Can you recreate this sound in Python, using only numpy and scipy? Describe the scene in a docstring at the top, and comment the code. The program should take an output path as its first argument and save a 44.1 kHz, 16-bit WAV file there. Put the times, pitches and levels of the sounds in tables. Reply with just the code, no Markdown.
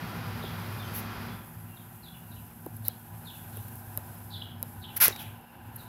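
"""A broad machine-like rush is loud at first, then suddenly much fainter, over the low hum of an air conditioner
and a far engine. Sparrows chirp with echoes in a sunny yard, and far insects sound faintly from the lawn.
Fingers creep over the hand-held phone: a thin hiss, sharp case ticks and one loud scrape close by.
Rush, murmur, insects and skin are filtered noise; engine, hum and birds are tones on moving pitches;
the case is struck by impulses and answers with decaying modes."""
import sys
import numpy as np
from scipy import signal
from scipy.fft import rfft, irfft, next_fast_len
from scipy.io import wavfile

SR = 44100
rng = np.random.default_rng(int(sys.argv[2]) if len(sys.argv) > 2 else 0)


def materialize(psi):
    """Save the field psi as 16-bit PCM at rate SR to the path in sys.argv[1].

    A 1-D psi becomes a single channel; in a 2-D psi each row is a channel.
    """
    bounded = np.clip(np.atleast_2d(psi).T, -1, 1)
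    quanta = np.round(bounded * 32767).astype(np.int16)
    wavfile.write(sys.argv[1], SR, quanta)


N = 259297
T = np.arange(N) / SR  # time, s

# Far engine's surging level: start_s, level_db
ENGINE_LEVEL = [(0.0, -53.5), (0.31, -39), (0.44, -48), (0.59, -40), (0.75, -42), (0.8, -46), (0.85, -42.5),
                (1.01, -38), (1.1, -48), (1.31, -43.5), (1.49, -59), (1.57, -45), (2.21, -61.5),
                (2.31, -45.5), (2.6, -56.5), (2.83, -42.5), (3.03, -60), (3.13, -43.5), (3.24, -55.5),
                (3.57, -44), (5.36, -49), (5.48, -79), (5.68, -42.5), (5.88, -59)]
# The broad rush is loud at first, then drops quickly, and its faint remainder fades slowly
RUSH_DB, RUSH_DROP_DB, RUSH_FADE_DB_PER_S = -43, 12.5, 8.5
LOUD_ENDS_S, DROP_LASTS_S = 1.283, 0.24


def undb(db):
    """Level and amplitude: 20 dB is a factor of ten in gain."""
    return 10 ** (np.asarray(db) / 20)


def curve(rows, axis=1):
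    """Linear interpolation: one column of a table joined by straight lines in time."""
    rows = np.asarray(rows, float)
    rows = rows.reshape(-1, rows.shape[-1])
    return np.interp(T, rows[:, 0], rows[:, axis])


def unit(x):
    """Normalization of the mean power: scale to rms 1."""
    return x / np.sqrt(np.mean(x ** 2))


def noise():
    """White noise: independent samples carry equal mean power at every frequency."""
    return rng.standard_normal(N)


def walk(rate):
    """Gaussian low-pass of noise: a smooth drift of rms 1, changing about rate times a second."""
    size = next_fast_len(N, real=True)
    hz = np.arange(size // 2 + 1) * SR / size
    spectrum = rfft(rng.standard_normal(size)) * np.exp(-(hz / rate) ** 2)
    return unit(irfft(spectrum, size)[:N])


def colour(x, points):
    """Minimum-phase filtering: a causal response of unit energy through (hz, relative_db) points."""
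    size = 8192
    hz, db = np.transpose(points)
    grid = np.maximum(np.arange(size // 2 + 1) * SR / size, 1)
    cepstrum = irfft(np.log(undb(np.interp(np.log(grid), np.log(hz), db))))
    # folding the cepstrum onto positive times makes the response causal
    cepstrum[1:size // 2] *= 2
    cepstrum[size // 2 + 1:] = 0
    response = irfft(np.exp(rfft(cepstrum)))
    return signal.fftconvolve(x, response / np.linalg.norm(response))[:N]


def band(hz, width):
    """Resonance: noise through two equal resonators in cascade, rms 1."""
    b, a = signal.iirpeak(hz, hz / width, fs=SR)
    once = signal.lfilter(b, a, noise())
    return unit(signal.lfilter(b, a, once))


def sine(hz):
    """Phase is the integral of frequency: a tone of rms 1 on a moving pitch."""
    return np.sqrt(2) * np.sin(2 * np.pi * (np.cumsum(hz) / SR + rng.random()))


def add(out, start, x):
    """Superposition: mix x into out at a time in seconds."""
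    i = max(int(start * SR), 0)
    out[i:i + len(x)] += x[:N - i]


def loud_opening():
    """Linear ramp: 1 during the loud opening, falling to 0 as the sound grows faint."""
    return np.clip(1 - (T - LOUD_ENDS_S) / DROP_LASTS_S, 0, 1)


def rush_level():
    """Piecewise-linear level in dB: loud at first, then a quick drop and a slow steady fade."""
    slow_fade = RUSH_FADE_DB_PER_S * np.maximum(T - LOUD_ENDS_S, 0)
    return RUSH_DB - RUSH_DROP_DB * (1 - loud_opening()) - slow_fade


def surge():
    """Level modulation: how far the engine is above or below its mean level, in dB."""
    level = curve(ENGINE_LEVEL)
    return level - level.mean()


def broad_rush(dulling=0.94):
    """Filtered broadband noise, whose treble falls further than its bass as it grows faint."""
    # Spectrum of the rush: hz, relative_db
    rush_colour = [(120, -32.5), (200, 0.5), (232, -11.5), (311, -12), (349, -16), (379, -10.5),
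                   (629, -13.5), (765, -10.5), (1380, -10), (2980, -20.5), (5030, -25), (7570, -38.5),
                   (10000, -77), (13000, -65), (22000, -120)]
    rush = unit(colour(noise(), rush_colour))
    level = rush_level()
    high_pass = signal.butter(2, 3500, "high", fs=SR, output="sos")
    treble = signal.sosfiltfilt(high_pass, rush)
    dulled = rush - treble + treble * undb(dulling * (level - level.max()))
    return dulled * undb(level + 0.5 * walk(9.1))


def murmur():
    """Distant noise summed with resonances that waver independently under one common envelope."""
    # Spectrum of the murmur: hz, relative_db
    yard_colour = [(150, -9), (260, -3.5), (350, -3.5), (480, -6), (640, -6), (800, -0.5), (1000, -5.5),
                   (1150, -9.5), (1500, -6.5), (2100, -15.5), (2600, -13.5), (3900, -21.5), (4900, -27),
                   (9000, -48)]
    # Resonances in the distant noise: centre_hz, width_hz, level_db relative to the envelope
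    yard_bands = [(802, 205, -5.5), (992, 51, -10.5), (1540, 310, -10.5)]
    # Common envelope: start_s, level_db
    envelope = [(0, -49.5), (1.25, -56), (1.5, -58), (3.05, -55.5), (3.5, -52), (4.8, -53.5), (5.2, -49),
                (5.48, -55.5), (5.88, -51)]
    distant = unit(colour(noise(), yard_colour)) * undb(-2.5 + walk(20.0))
    for hz, width, db in yard_bands:
        distant = distant + band(hz, width) * undb(db + walk(30.0))
    return distant * undb(curve(envelope))


def rumble(faint_db=-51.0, lift_db=6, shared=0.27):
    """Low-frequency noise under level modulation: louder in the opening, swelling with the engine."""
    # Spectrum of the rumble: hz, relative_db
    rumble_colour = [(25, -33), (38, -38), (52, -4), (72, 1), (120, 6), (145, 0), (175, -3.5), (200, -1),
                     (255, -4.5), (320, -17.5), (600, -64)]
    level = faint_db + lift_db * loud_opening() + shared * surge() + 1.1 * walk(13.0)
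    return unit(colour(noise(), rumble_colour)) * undb(level)


def engine(firing_db=-1.0, blur_db=-11, blur_width_hz=45, drone_hz=165, drone_width_hz=14, shared=0.22):
    """Periodic firing and resonance: a blurred firing tone and one drone surge and fade far away."""
    # Firing rate before its small random drift: start_s, pitch_hz
    firing_rate = [(0, 102.3), (3.25, 105.7), (3.6, 103), (4.95, 98.5), (5.25, 104.3), (5.88, 110)]
    # Low drone before surging and a 3 dB cut: start_s, level_db
    drone_level = [(0, -41), (0.5, -44.5), (1.25, -52), (2.1, -49), (3.0, -55), (3.35, -48.5), (3.7, -63),
                   (4.5, -53.5), (5.88, -56)]
    pitch = curve(firing_rate)
    firing = sine(pitch * (1 + 0.0073 * walk(9.5))) * undb(firing_db + 2 * walk(9.4))
    blur = band(np.mean(pitch), blur_width_hz) * undb(blur_db)
    drone = band(drone_hz, drone_width_hz) * undb(curve(drone_level) + shared * surge() - 3.0)
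    return (firing + blur) * undb(curve(ENGINE_LEVEL)) + drone


def compressor(shaft_hz=58.63, hum_db=-58.5, hum_lift_db=7.5, shared=0.13, whine_db=-5):
    """Harmonics of rotation: air-conditioner lines on shaft multiples, each wavering in level."""
    # Hum lines: shaft_multiple
    hum_orders = [2, 4, 6]
    # Hum lines: level_db relative to the hum
    hum_lines = [-7, 1, -9]
    # High whines: shaft_multiple
    whine_orders = [17, 23, 34, 41, 42, 46, 48, 56, 83, 85]
    # High whines: level_db relative to the whine level
    whine_lines = [-14, -11, -42, -20.5, -15, -30, -41, -18, -21.5, -23]
    shaft = shaft_hz * (1 + 0.00052 * walk(8.6))
    hum = sum(sine(k * shaft) * undb(db + 2 * walk(13)) for k, db in zip(hum_orders, hum_lines))
    whine = sum(sine(k * shaft) * undb(db + 2 * walk(16.0)) for k, db in zip(whine_orders, whine_lines))
    hum_level = hum_db + hum_lift_db * loud_opening() + shared * surge()
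    # the whines follow the level of the broad rush
    return hum * undb(hum_level) + whine * undb(rush_level() + whine_db)


def insects(trill_hz=2760, trill_width_hz=300, whine_hz=5157, whine_width_hz=50):
    """Narrow-band noise: a faint blurred trill and a thin whine from the lawn."""
    # Far insects in the grass: start_s, trill_level_db, whine_level_db
    levels = [(0, -130, -94), (2.2, -69, -98), (2.5, -76, -80), (3.1, -93, -83), (4.3, -96, -76),
              (5.28, -65.5, -82), (5.88, -69.5, -89)]
    trill = band(trill_hz, trill_width_hz) * undb(curve(levels) + 1.1 * walk(25))
    return trill + band(whine_hz, whine_width_hz) * undb(curve(levels, axis=2))


def pressure(length, release, attack_share=0.31, bite=0.19, trail_db=-23, trail_decay=1):
    """Contact envelope: bite, swell, hold and release with a light trail; times as shares of length."""
    u = T[:SR // 2] / length
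    past = np.maximum(u - 1, 0)
    attack = np.minimum(bite + (1 - bite) * u / attack_share, 1)
    trail = undb(trail_db) * np.exp(-past / trail_decay)
    return attack * np.maximum(np.exp(-past / release), trail)


def fingers(grain_db=1.5, catch_db=0.5, creep_db=0.72):
    """Stick-slip friction: dense slips hiss in the microphone port; rubs also shake the case."""
    # Skin creeping on the case, before creep_db and drift: start_s, level_db
    creep_level = [(0, -55), (.9, -52.5), (1.25, -55.5), (2.3, -55.5), (2.6, -56), (3.05, -55.5),
                   (3.4, -51.5), (4.3, -53.5), (4.55, -61), (4.7, -53.5), (4.87, -59), (4.96, -51.5),
                   (5.3, -55.5), (5.45, -64), (5.72, -61), (5.8, -52.5), (5.88, -60)]
    # Spectrum of the creeping hiss: hz, relative_db
    hiss_colour = [(3000, -23), (6500, -17), (8500, -13), (10000, -9), (11300, -1), (12200, -0.5),
                   (13500, -4.5), (15600, -8.5), (16300, -75)]
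    # Finger rubs: start_s, length_s, level_db, body_db (case relative to the rub)
    rubs = [(0.935, 0.061, -38.5, -9), (2.763, 0.0072, -44, -29), (2.85, 0.029, -44.5, -11),
            (3.682, 0.0031, -39.5, -16.5), (3.755, 0.0024, -38, -22), (4.962, 0.015, -29, -12.5),
            (5.0013, 0.053, -17, -7.5), (5.16, 0.0036, -47.5, 7.5), (5.185, 0.043, -46.5, -5.5),
            (5.758, 0.008, -39, -26)]
    # Spectrum of the shaken case: hz, relative_db
    body_colour = [(200, -22), (600, -10), (1000, -4.5), (1400, 1), (1700, 0.5), (1980, 1.5), (2600, -2),
                   (3700, -5.5), (4400, -5), (5800, -4), (7000, -10), (8200, -14.5), (10000, -16)]
    # Spectrum of the slips in the port: hz, relative_db
    edge_colour = [(5000, -57), (8200, -28), (9000, -14), (10000, -8), (11200, 8), (12100, 7), (13200, 2.5),
                   (14300, -9), (15500, 0.5), (16400, -16)]
    edge, body = np.zeros(N), np.zeros(N)
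    for start, length, db, body_db in rubs:
        add(edge, start, pressure(length, release=0.2) * undb(db))
        add(body, start, pressure(length, release=0.5) * undb(db + body_db))
    slips = unit(noise() * undb(grain_db * walk(1800)))
    # skin catches and lets go, so the case is shaken unevenly
    jolts = unit(slips * undb(catch_db * walk(190)))
    hiss = colour(noise() * undb(0.94 * walk(900)), hiss_colour)
    creep = unit(hiss) * undb(curve(creep_level) + creep_db + 0.78 * walk(25))
    return creep + colour(slips * edge, edge_colour) + colour(jolts * body, body_colour)


def sparrows(bend=1.8, echo_db=-2.0, t60=0.44, second_db=-12, flutter_db=4.0, swell=1.36):
    """Two-voiced syrinx and reverberation: gliding notes, clear or rough, scattered by walls and trees."""
    # Falling notes with after-notes: start_s, length_s, start_hz, landing_hz, level_db,
    # roughness (share of pitch), pause_s, after_hz, after_db (relative); levels before a 4.5 dB cut
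    cheeps = [(0.411, 0.074, 4020, 3310, -42.5, 0.042, 0.0026, 3250, -18),
              (0.773, 0.074, 3880, 3400, -47, 0.034, 0.0018, 3300, -18),
              (1.755, 0.028, 4020, 3580, -55, 0.027, 0.0034, 3580, -6),
              (2.017, 0.083, 4670, 3320, -48.5, 0.031, 0.022, 3170, -5.5),
              (2.302, 0.047, 4030, 3900, -52, 0.053, 0.0012, 3200, -7),
              (2.836, 0.048, 4300, 3704, -52.5, 0.063, 0.002, 3600, -6),
              (3.243, 0.073, 4370, 3365, -42, 0.044, 0.001, 3140, -12.5),
              (3.516, 0.09, 4120, 3160, -57, 0.11, 0.0021, 3080, -18),
              (4.3, 0.086, 4480, 3270, -42, 0.071, 0.0033, 3610, -7),
              (4.812, 0.055, 4320, 3240, -42, 0.069, 0.0012, 3320, -4.5),
              (5.165, 0.057, 3900, 3000, -44, 0.12, 0.0023, 3000, -8),
              (5.767, 0.058, 4500, 3680, -50.5, 0.036, 0.0023, 4070, -15)]
    # Clear whistles before the same cut: start_s, length_s, start_hz, end_hz, level_db
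    whistles = [(0.803, 0.09, 3430, 3150, -49.5), (0.835, 0.041, 6570, 6070, -56),
                (0.852, 0.045, 4900, 4400, -50), (1.077, 0.064, 3580, 3190, -54.5),
                (1.242, 0.13, 3650, 3680, -57.5), (1.66, 0.12, 3070, 2890, -61),
                (4.488, 0.055, 3350, 3040, -57), (5.119, 0.018, 4100, 3580, -37)]
    after_note_s, after_end = 0.0533, 0.83  # the end is a multiple of the after-note's start pitch
    whistle_dip_hz_per_s, whistle_rough = 1900, 0.0072  # longer whistles dip deeper in the middle
    song = np.zeros(N)
    wobble = walk(376)

    def along(length):
        """Normalized time: progress through a note, 0 to 1."""
        return np.linspace(0, 1, int(length * SR))

    def note(start, hz, db, rough):
        """Frequency and amplitude modulation: a wobbling note that swells and fades, with its start."""
        hz = hz * (1 + rough * np.roll(wobble, -int(start * SR))[:len(hz)])
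        voice = sine(hz) + undb(second_db) * sine(hz * 1.16)
        envelope = np.abs(np.sin(np.pi * np.linspace(0, 1, len(hz)) ** swell))
        return start, voice * envelope * undb(db)

    for start, length, first_hz, last_hz, db, rough, pause, after_hz, after_db in cheeps:
        fall = last_hz + (first_hz - last_hz) * (1 - along(length)) ** bend
        after = after_hz * (1 + (after_end - 1) * along(after_note_s))
        add(song, *note(start, fall, db, rough))
        add(song, *note(start + length + pause, after, db + after_db, rough))
    for start, length, first_hz, last_hz, db in whistles:
        u = along(length)
        dip = whistle_dip_hz_per_s * length * np.sin(np.pi * u)
        hz = first_hz + (last_hz - first_hz) * u - dip
        add(song, *note(start, hz, db, whistle_rough))
    song = song * undb(flutter_db * walk(99) - 4.5)
    t = T[:SR]
    # scattered echoes begin after 12 ms and decay exponentially
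    scatter = rng.standard_normal(SR) * undb(-60 * t / t60) * (t > .012)
    echo = signal.fftconvolve(song, scatter / np.linalg.norm(scatter))[:N]
    return song + undb(echo_db) * echo


def ticks(rebound_s=0.00037, rebound=0.76, snap_db=6, give_s=0.004, sag=0.78, sag_s=0.0034):
    """Impulse and modal response: the case snaps, rebounds, rings briefly and knocks hollowly."""
    # Case ticks: start_s, level_db (snap_db is added to the snap, not the ring),
    # chatter (share of the snap), knock_db, knock_hz (settled pitch)
    tick_rows = [(0.4379, -35, .15, -26.5, 350), (2.6625, -29.5, 0.1, -23, 283),
                 (2.8515, -26, .08, -42, 494), (2.883, -8, 0.24, -35.5, 480), (3.571, -27.5, .15, -35, 363),
                 (3.9747, -13, 0.15, -31.5, 530), (4.6279, -12.5, 0.12, -35, 480),
                 (5.0813, -3.5, .1, -22.5, 356), (5.104, -39, .15, -27, 330)]
    # Spectrum of the snap: hz, relative_db
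    snap_colour = [(500, -4.5), (2500, -41), (4000, -21), (5300, -16), (7200, -16), (9500, -6.5),
                   (11400, 7), (13000, 2.5), (15200, 4), (16600, -12)]
    # Hollow knock: pitch_multiple, level_db relative to the knock, t60_s
    knock_modes = [(1, 1.5, 0.033), (1.62, 0, 0.021), (2.6, -7, 0.035)]
    # Brief ring of the case: pitch_hz, level_db relative to the tick, t60_s
    case_modes = [(2940, -38.5, 0.037), (3900, -31, 0.025), (5170, -31, 0.018)]
    snaps, rings = np.zeros(N), np.zeros(N)
    t = T[:SR // 10]
    case = sum(np.sin(2 * np.pi * hz * t) * undb(db - 60 * t / t60) for hz, db, t60 in case_modes)
    # the knock swells as the case gives
    swell = 1 - np.exp(-t / give_s)
    # its pitch sags as the pressure eases: time runs fast at first, then settles
    sagging = t + sag * sag_s * (1 - np.exp(-t / sag_s))
    for start, db, share, knock_db, hz in tick_rows:
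        chatter = share * rng.standard_normal(len(t)) * np.exp(-t / 0.00054)
        add(snaps, start, undb(db) * (chatter + (t == 0)))
        rebound_start = start + rebound_s * rng.uniform(0.94, 1.5)
        add(snaps, rebound_start, undb(db) * np.array([rebound]))
        knock = sum(np.sin(2 * np.pi * hz * k * sagging) * undb(mode_db - 60 * t / t60)
                    for k, mode_db, t60 in knock_modes)
        add(rings, start, swell * knock * undb(knock_db) + case * undb(db))
    return colour(snaps, snap_colour) * undb(snap_db) + rings


def scene():
    """Superposition: the pressures of all sources add at one microphone."""
    yard = broad_rush() + murmur() + rumble() + engine() + compressor() + insects()
    return (yard + fingers() + sparrows() + ticks())[None]


def record(dry):
    """Band limiting: the phone cuts the top steeply with an elliptic low-pass."""
    low_pass = signal.ellip(10, .2, 80, 16400, fs=SR, output="sos")  # ripple dB, stopband dB, edge Hz
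    return signal.sosfilt(low_pass, dry)


dry = scene()
out = record(dry)
materialize(out)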